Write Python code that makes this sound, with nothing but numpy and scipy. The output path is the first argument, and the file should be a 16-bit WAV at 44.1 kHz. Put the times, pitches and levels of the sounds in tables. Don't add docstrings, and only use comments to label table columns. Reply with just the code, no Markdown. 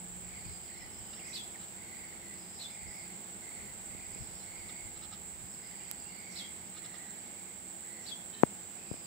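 import sys
import numpy as np
from scipy import signal
from scipy.fft import rfft, irfft, next_fast_len
from scipy.io import wavfile
from scipy.ndimage import uniform_filter1d

SR = 44100
rng = np.random.default_rng(int(sys.argv[2]) if len(sys.argv) > 2 else 0)


def put_to_file(sound):
    columns = np.atleast_2d(sound).T
    safe = np.clip(columns, -1, 1)
    whole_steps = np.round(safe * 32767)
    wavfile.write(sys.argv[1], SR, whole_steps.astype(np.int16))


N = 399546

# (frequency [Hz], gain [dB])
WING_RESONANCE = [(6200, -31), (6750, -20.5), (7100, -8), (7450, -1), (7750, 1), (8050, 0.5), (8400, -7),
                  (8800, -20.5), (9600, -31)]
# (start [s], dive length [s], held ending [s], lead-in pitch [Hz], crest pitch [Hz],
# end pitch [Hz], relative level [dB], accent on the ending [dB])
FALLING_CHIRPS = [(1.326, 0.072, .03, 6700, 4850, 3380, -40.5, -5),
                  (2.586, 0.076, .012, 5600, 4250, 3450, -45, 1),
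                  (6.349, 0.074, .07, 6400, 4800, 3270, -42.3, -1.5),
                  (8.052, 0.079, .008, 6700, 4550, 3325, -46, 6)]
# (time [share of its length], height [0 = end pitch, 1 = crest], gain [dB])
DIVE_CONTOUR = [(0, .5, -12), (.18, .72, -3), (.36, 1, 0), (.52, .4, 0), (.66, .28, -5), (.8, .04, -1),
                (1, 0, -3)]
# (start [s], length [s], pitch [Hz], relative level [dB], scatter [share of pitch])
PURR_PHRASES = [(0.227, 0.28, 2168, -58.5, 0.094), (0.682, 0.2, 2060, -57, 0.101),
                (1.167, 0.18, 2160, -55, 0.12), (1.755, 0.44, 2124, -57.5, 0.061),
                (2.195, 0.19, 2013, -60.5, 0.066), (2.671, 0.48, 2135, -57.5, 0.076),
                (3.402, 0.32, 2087, -57.5, 0.062), (3.856, 0.36, 2160, -59, 0.08),
                (4.43, 0.46, 2172, -56.5, 0.049), (4.997, 0.45, 2073, -68.5, 0.097),
                (5.558, 0.41, 2074, -60, 0.0983), (6.077, 0.44, 2180, -56, 0.042),
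                (6.715, 0.47, 1930, -59, .11), (7.123, 0.45, 2200, -64.5, 0.063),
                (7.821, 0.25, 2020, -59, 0.086), (8.723, 0.28, 2455, -65, 0.036)]
# (frequency [multiple of pitch], gain [dB])
PURR_BANDS = [(1, 0), (2.13, -8)]
# (frequency [multiple of pitch], gain [dB])
BREATH_SPECTRUM = [(.65, -19), (.82, -14), (1, 14), (1.13, -9), (1.35, -17)]
# (start [s], length [s], start pitch [Hz], end pitch [Hz], relative level [dB])
WHISTLED_NOTES = [(1.545, 0.023, 2410, 1750, -55), (3.613, 0.075, 389, 447, -61),
                  (6.025, 0.16, 2620, 2830, -63.5), (6.762, 0.033, 4250, 4185, -63)]
# (frequency [Hz], relative level [dB])
REEDY_PARTIALS = [(1800, -67), (2600, -70), (3120, -60.5), (3700, -64.5), (3980, -64)]
# (start [s], length [s], relative level [dB])
RASP_CALLS = [(1.129, 0.014, -55), (1.583, 0.081, -61.5), (4.68, 0.034, -56.5), (4.95, 0.035, -60.5),
              (5.006, 0.059, -57), (5.108, 0.046, -55.5), (6.748, 0.053, -58), (6.834, 0.037, -55.5),
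              (6.929, 0.041, -57.5)]
# (start [s], length [s], pitch [Hz], relative level [dB])
TWITTER_PHRASES = [(0.049, 1.7, 3095, -69.5), (0.248, 0.58, 4570, -65.5), (0.303, 1.3, 5000, -67),
                   (2.301, 0.54, 4930, -65), (2.858, 0.22, 4940, -63), (4.097, 0.4, 5060, -67.5),
                   (4.15, .6, 4560, -68), (5.402, 0.42, 5020, -68), (5.648, 0.96, 4590, -66),
                   (5.62, 0.42, 3070, -69), (8.704, 0.61, 4850, -66)]
# (frequency [Hz], gain [dB])
FAR_PURR_SPECTRUM = [(1500, -9), (1850, -12.5), (2150, 4), (2400, -11), (2750, -31)]
# (time [s], peak before capping [dB], pitch [factor], left minus right [dB])
PORT_BUMPS = [(3.949, -34.5, 0.44, -18), (4.1607, -36.5, 0.48, -21), (8.4345, 1, 0.91, 60),
              (8.914, -23, 0.44, 40), (8.9413, -31, 0.68, 42)]
# (frequency [Hz], gain [dB])
BUMP_SPECTRUM = [(30, -78), (85, -17.5), (160, -3.5), (240, 1), (400, 1), (680, -4), (1000, -6),
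                 (1900, -20), (2800, -28.5), (5000, -54), (9000, -68)]
# (level [dB], ring frequency [Hz], damping [1/s])
PORT_TICK = (-9.5, 10800, 16000)
# (time [s], level [dB])
BREEZE_LEVELS = [(0, -60.5), (.6, -57.5), (1.7, -67), (3.4, -64), (3.9, -59), (5.0, -61), (5.8, -64),
                 (7.3, -74.5), (9.06, -72)]
# (start [s], length [s], level [dB], left minus right [dB])
WIND_BUFFETS = [(0.44, 0.1, -52.5, 12), (0.966, 0.072, -65, -17), (2.815, 0.11, -57.5, -20),
                (4.187, 0.052, -51, 15), (4.814, 0.084, -61, 11), (5.409, 0.05, -53, -14)]
# (frequency [Hz], gain [dB])
AIR_SPECTRUM = [(25, -33), (70, -7), (140, -6.5), (195, 1.5), (290, -8), (400, -6), (540, -8.5), (760, -3),
                (1100, -10.5), (1750, -9.5), (2600, -11.5), (4800, -15), (5900, -18), (13000, -22),
                (15500, -15.5)]
# (frequency [Hz], base level [dB])
MOTOR_TONES = [(179, -73), (339, -68), (834, -75)]
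# (time [s], gain [dB])
DRONE_GAIN = [(0, 17.3), (.5, 11.6), (.9, 7.1), (9.06, 3.4)]


def insect_chorus(chorus_db=-47.5):
    strokes = rng.standard_normal((2, N)) + undb(-10) * wing_strokes()
    wings = level(colour(strokes, WING_RESONANCE))
    octave = level(colour(strokes, [(13200, -19), (14500, -22), (15400, -14), (16500, -12)]))
    left_db = curve([(1.5, -3.0), (7.0, -5.8)])
    waver_db = .48 * walk(12) + .45 * walk(3)
    return undb(chorus_db + waver_db) * (wings * pan(left_db) + undb(-15) * octave * pan(left_db=.5))


def wing_strokes(stroke_hz=24.38, decay_share=.077):
    phase = np.cumsum(stroke_hz * (1 + .005 * walk(3))) / SR % 1
    return level(np.exp(-phase / decay_share) * rng.standard_normal((2, N)))


def chirping_bird(lead_ahead_s=.058, wall_delay_s=.00714, wall_db=-13):
    out = np.zeros(N)
    for start, dive_s, hold_s, lead_hz, crest_hz, end_hz, db, accent_db in FALLING_CHIRPS:
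        u = progress(.075)
        lead_in = tone(lead_hz * (1 - .24 * u + .07 * walk(1600, len(u))))
        add(out, start - lead_ahead_s, level(lead_in * swell(u), db - 18))
        add(out, start, dive(dive_s, hold_s, crest_hz, end_hz, accent_db) * undb(db + 3))
    echoed = out.copy()
    add(echoed, wall_delay_s, undb(wall_db) * out)
    scattered = foliage(echoed, direct_db=-5.5, leaves_t60=.047, trees_db=-3, trees_t60=.36)
    return scattered * pan(left_db=-2.5)


def dive(dive_s, hold_s, crest_hz, end_hz, accent_db, flutter_hz=145, fade_db_per_s=140):
    t = np.arange(int((dive_s + hold_s) * SR)) / SR
    u = np.minimum(t / dive_s, 1)
    shares, heights, contour_db = np.transpose(DIVE_CONTOUR)
    height = np.interp(u, shares, heights)
    harshness = np.clip(4 * height, 0, 1)
    flutter = .07 * tone(flutter_hz * (1 + .15 * walk(200, len(u)))) + .04 * walk(1200, len(u))
    hz = (end_hz + (crest_hz - end_hz) * height) * (1 + np.maximum(harshness, .42) * flutter)
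    voice = tone(hz) + undb(-17.5) * tone(2 * hz) + undb(-25) * tone(3 * hz)
    fade_db = fade_db_per_s * np.maximum(t - dive_s, 0)
    voice_db = np.interp(u, shares, contour_db) + accent_db * (1 - harshness) - fade_db
    rasp_spectrum = [(1500, -12), (2400, 0), (3800, -1), (4900, 2), (5700, -4), (9500, -18), (13500, -5)]
    rasp = level(colour(rng.standard_normal(len(u)), rasp_spectrum), -11)
    return (voice * undb(voice_db) + rasp * swell(u)) * signal.windows.tukey(len(u), .1)


def purring_bird(arch_share=.035, wander_share=.012):
    out = np.zeros(N)
    for start, length, hz, db, scatter in PURR_PHRASES:
        u = progress(length)
        envelope = swell(u)
        pitch = hz * (1 + arch_share * (envelope - envelope.mean()) + wander_share * walk(45, len(u)))
        for multiple, band_db in PURR_BANDS:
            band = trill(pitch * multiple, scatter / multiple, pulse_hz=47.95, sweep=.049)
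            add(out, start, level(band * np.sqrt(envelope), db + band_db))
        spectrum = [(hz * multiple, gain_db) for multiple, gain_db in BREATH_SPECTRUM]
        breath = colour(rng.standard_normal(len(u)), spectrum)
        add(out, start, level(breath * envelope, db - 3.5))
    scattered = foliage(out, direct_db=0, leaves_t60=.12, trees_db=-2, trees_t60=1.2)
    return scattered * undb(-2) * pan(left_db=-3.5)


def trill(hz, scatter, pulse_hz, sweep):
    size = len(hz)
    phase = np.cumsum(pulse_hz * (1 + .208 * walk(20, size))) / SR % 1
    pitch = hz * (1 + sweep * (.5 - phase) + scatter * walk(260, size))
    return tone(pitch) * np.sin(np.pi * phase) * undb(1.6 * walk(41.1, size))


def whistles_and_reedy_call(reedy_start_s=8.32, reedy_length_s=.095, roughness_db=3.5):
    out = np.zeros(N)
    for start, length, from_hz, to_hz, db in WHISTLED_NOTES:
        u = progress(length)
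        glide_hz = from_hz + (to_hz - from_hz) * np.sin(np.pi / 2 * u)
        whistle = tone(glide_hz * (1 + .013 * walk(300, len(u))))
        add(out, start, level(whistle * swell(u) * undb(-5 * u), db))
    u = progress(reedy_length_s)
    for hz, db in REEDY_PARTIALS:
        partial = tone(hz * (1 + .017 * walk(500, len(u))))
        shimmer = undb(roughness_db * walk(205, len(u)))
        add(out, reedy_start_s, level(partial * swell(u) * shimmer, db))
    return foliage(out, direct_db=1, leaves_t60=.081, trees_db=-16, trees_t60=.34) * pan(left_db=-4.5)


def rasping_birds():
    out = np.zeros(N)
    spectrum = [(1200, 1), (2400, -13), (3100, -.5), (4100, -1.5), (4800, -5), (5600, -8)]
    for start, length, db in RASP_CALLS:
        u = progress(length)
        rasp = colour(rng.standard_normal(len(u)), spectrum)
        add(out, start, level(rasp * np.sin(np.pi * u), db))
    return foliage(out, direct_db=-4, leaves_t60=.06, trees_db=-8, trees_t60=.45) * pan(left_db=-4.5)


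def twittering_birds(syllables_per_s=18):
    out = np.zeros(N)
    for start, length, hz, db in TWITTER_PHRASES:
        u = progress(length)
        pitch = hz * (1 + .012 * walk(syllables_per_s, len(u)))
        syllables = undb(2 * walk(syllables_per_s, len(u)))
        voice = trill(pitch, scatter=.045, pulse_hz=70.5, sweep=.053)
        add(out, start, level(voice * syllables * swell(u), db))
    return foliage(out, direct_db=-7.5, leaves_t60=.12, trees_db=-11.5, trees_t60=.9) * pan(left_db=-5)


def far_purring_birds():
    band = colour(rng.standard_normal((2, N)), FAR_PURR_SPECTRUM)
    return level(band * undb(.68 * walk(3.7)), -68.5) * pan(left_db=1.5)


def hand_on_ports(cap_db=-.2, tick_time_s=5.9134):
    out = np.zeros((2, N))
    for start, db, pitch, left_db in PORT_BUMPS:
        sides = pan(left_db) / pan(left_db).max()
        add(out, start, -undb(min(db, cap_db)) * thud(pitch) * sides)
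    db, ring_hz, damping = PORT_TICK
    t = np.arange(SR // 100) / SR
    decay = np.exp(-damping * t) + .08 * np.exp(-t / .0006)
    add(out[1], tick_time_s, undb(db) * np.cos(2 * np.pi * ring_hz * t) * decay)
    return out


def thud(pitch, size=4096):
    hz, db = np.transpose(BUMP_SPECTRUM)
    gain = undb(np.interp(log_frequencies(size), np.log(hz * pitch), db))
    cepstrum = irfft(np.log(gain))
    log_spectrum = rfft(2 * cepstrum[:size // 2], size)
    swing = irfft(np.exp(log_spectrum))
    return swing / np.abs(swing).max()


def breeze(gusts_per_s=6.4, gust_db=2):
    pressure = rng.standard_normal((2, N)) + .39 * rng.standard_normal(N)
    eddies = level(colour(pressure, [(15, -19), (45, -3.5), (75, -1), (120, -2), (250, -26), (600, -66)]))
    gusts = gust_db * np.array([walk(gusts_per_s), walk(gusts_per_s)])
    strength = undb(curve(BREEZE_LEVELS) + gusts) * pan(left_db=-3.5)
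    for start, length, db, left_db in WIND_BUFFETS:
        add(strength, start, undb(db) * np.sin(np.pi * progress(length)) * pan(left_db))
    return eddies * strength


def distant_motor():
    drone, *whine = (level(tone(hz * (1 + .00592 * walk(15))) * undb(2 * walk(6)), db)
                     for hz, db in MOTOR_TONES)
    return (undb(curve(DRONE_GAIN)) * drone + sum(whine)) * pan(left_db=-3)


def outdoor_air():
    separate = colour(rng.standard_normal((2, N)), AIR_SPECTRUM)
    shared = colour(rng.standard_normal(N), AIR_SPECTRUM)
    highs = butter(separate, 500, "high", order=1)
    lows = .77 * butter(separate, 430, "low", order=1) + 1.39 * butter(shared, 464, "low", order=2)
    return level(highs + lows, -53.5) * undb(.5 * walk(3.34)) * pan(left_db=-3)


def foliage(x, direct_db, leaves_t60, trees_db, trees_t60):
    t = np.arange(SR) / SR
    leaves, trees = (level(rng.standard_normal((2, SR)) * np.exp(-np.log(1000) * t / t60))
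                     for t60 in (leaves_t60, trees_t60))
    response = (leaves + undb(trees_db) * trees) / np.sqrt(SR)
    response[:, 0] += undb(direct_db)
    response /= np.sqrt(np.sum(response ** 2) / 2)
    return signal.fftconvolve(x[None], response, axes=1)[:, :N]


def undb(db):
    return 10 ** (np.asarray(db) / 20)


def level(x, db=0):
    return x * undb(db) / np.sqrt(np.mean(x ** 2))


def pan(left_db):
    return undb(np.array([[.5], [-.5]]) * left_db)


def curve(points):
    return np.interp(np.arange(N) / SR, *np.transpose(points))


def walk(rate, size=N):
    step = int(SR / rate)
    steps = np.repeat(rng.standard_normal(size // step + 1), step)
    return 1.2 * uniform_filter1d(steps, step)[:size]


def log_frequencies(size):
    return np.log(np.arange(size // 2 + 1) * SR / size + 1)


def colour(x, points):
    hz, db = np.transpose(points)
    size = next_fast_len(x.shape[-1])
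    gain = undb(np.interp(log_frequencies(size), np.log(hz), db, left=-90, right=-90))
    return irfft(rfft(x, size) * gain, size)[..., :x.shape[-1]]


def butter(x, hz, kind, order):
    return signal.sosfilt(signal.butter(order, hz, kind, fs=SR, output="sos"), x)


def add(track, start, sound):
    i = int(start * SR)
    track[..., i:i + sound.shape[-1]] += sound[..., :max(N - i, 0)]


def progress(length):
    return np.linspace(0, 1, int(length * SR))


def tone(hz):
    return np.sin(2 * np.pi * np.cumsum(hz) / SR)


def swell(u):
    return np.sqrt(np.abs(np.sin(np.pi * u)))


def scene():
    animals = insect_chorus() + chirping_bird() + purring_bird() + far_purring_birds()
    animals += twittering_birds() + rasping_birds() + whistles_and_reedy_call()
    return animals + outdoor_air() + distant_motor() + breeze() + hand_on_ports()


def record(dry):
    return signal.sosfilt(signal.ellip(10, .2, 70, 15600, fs=SR, output="sos"), dry)


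dry = scene()
out = record(dry)
put_to_file(out)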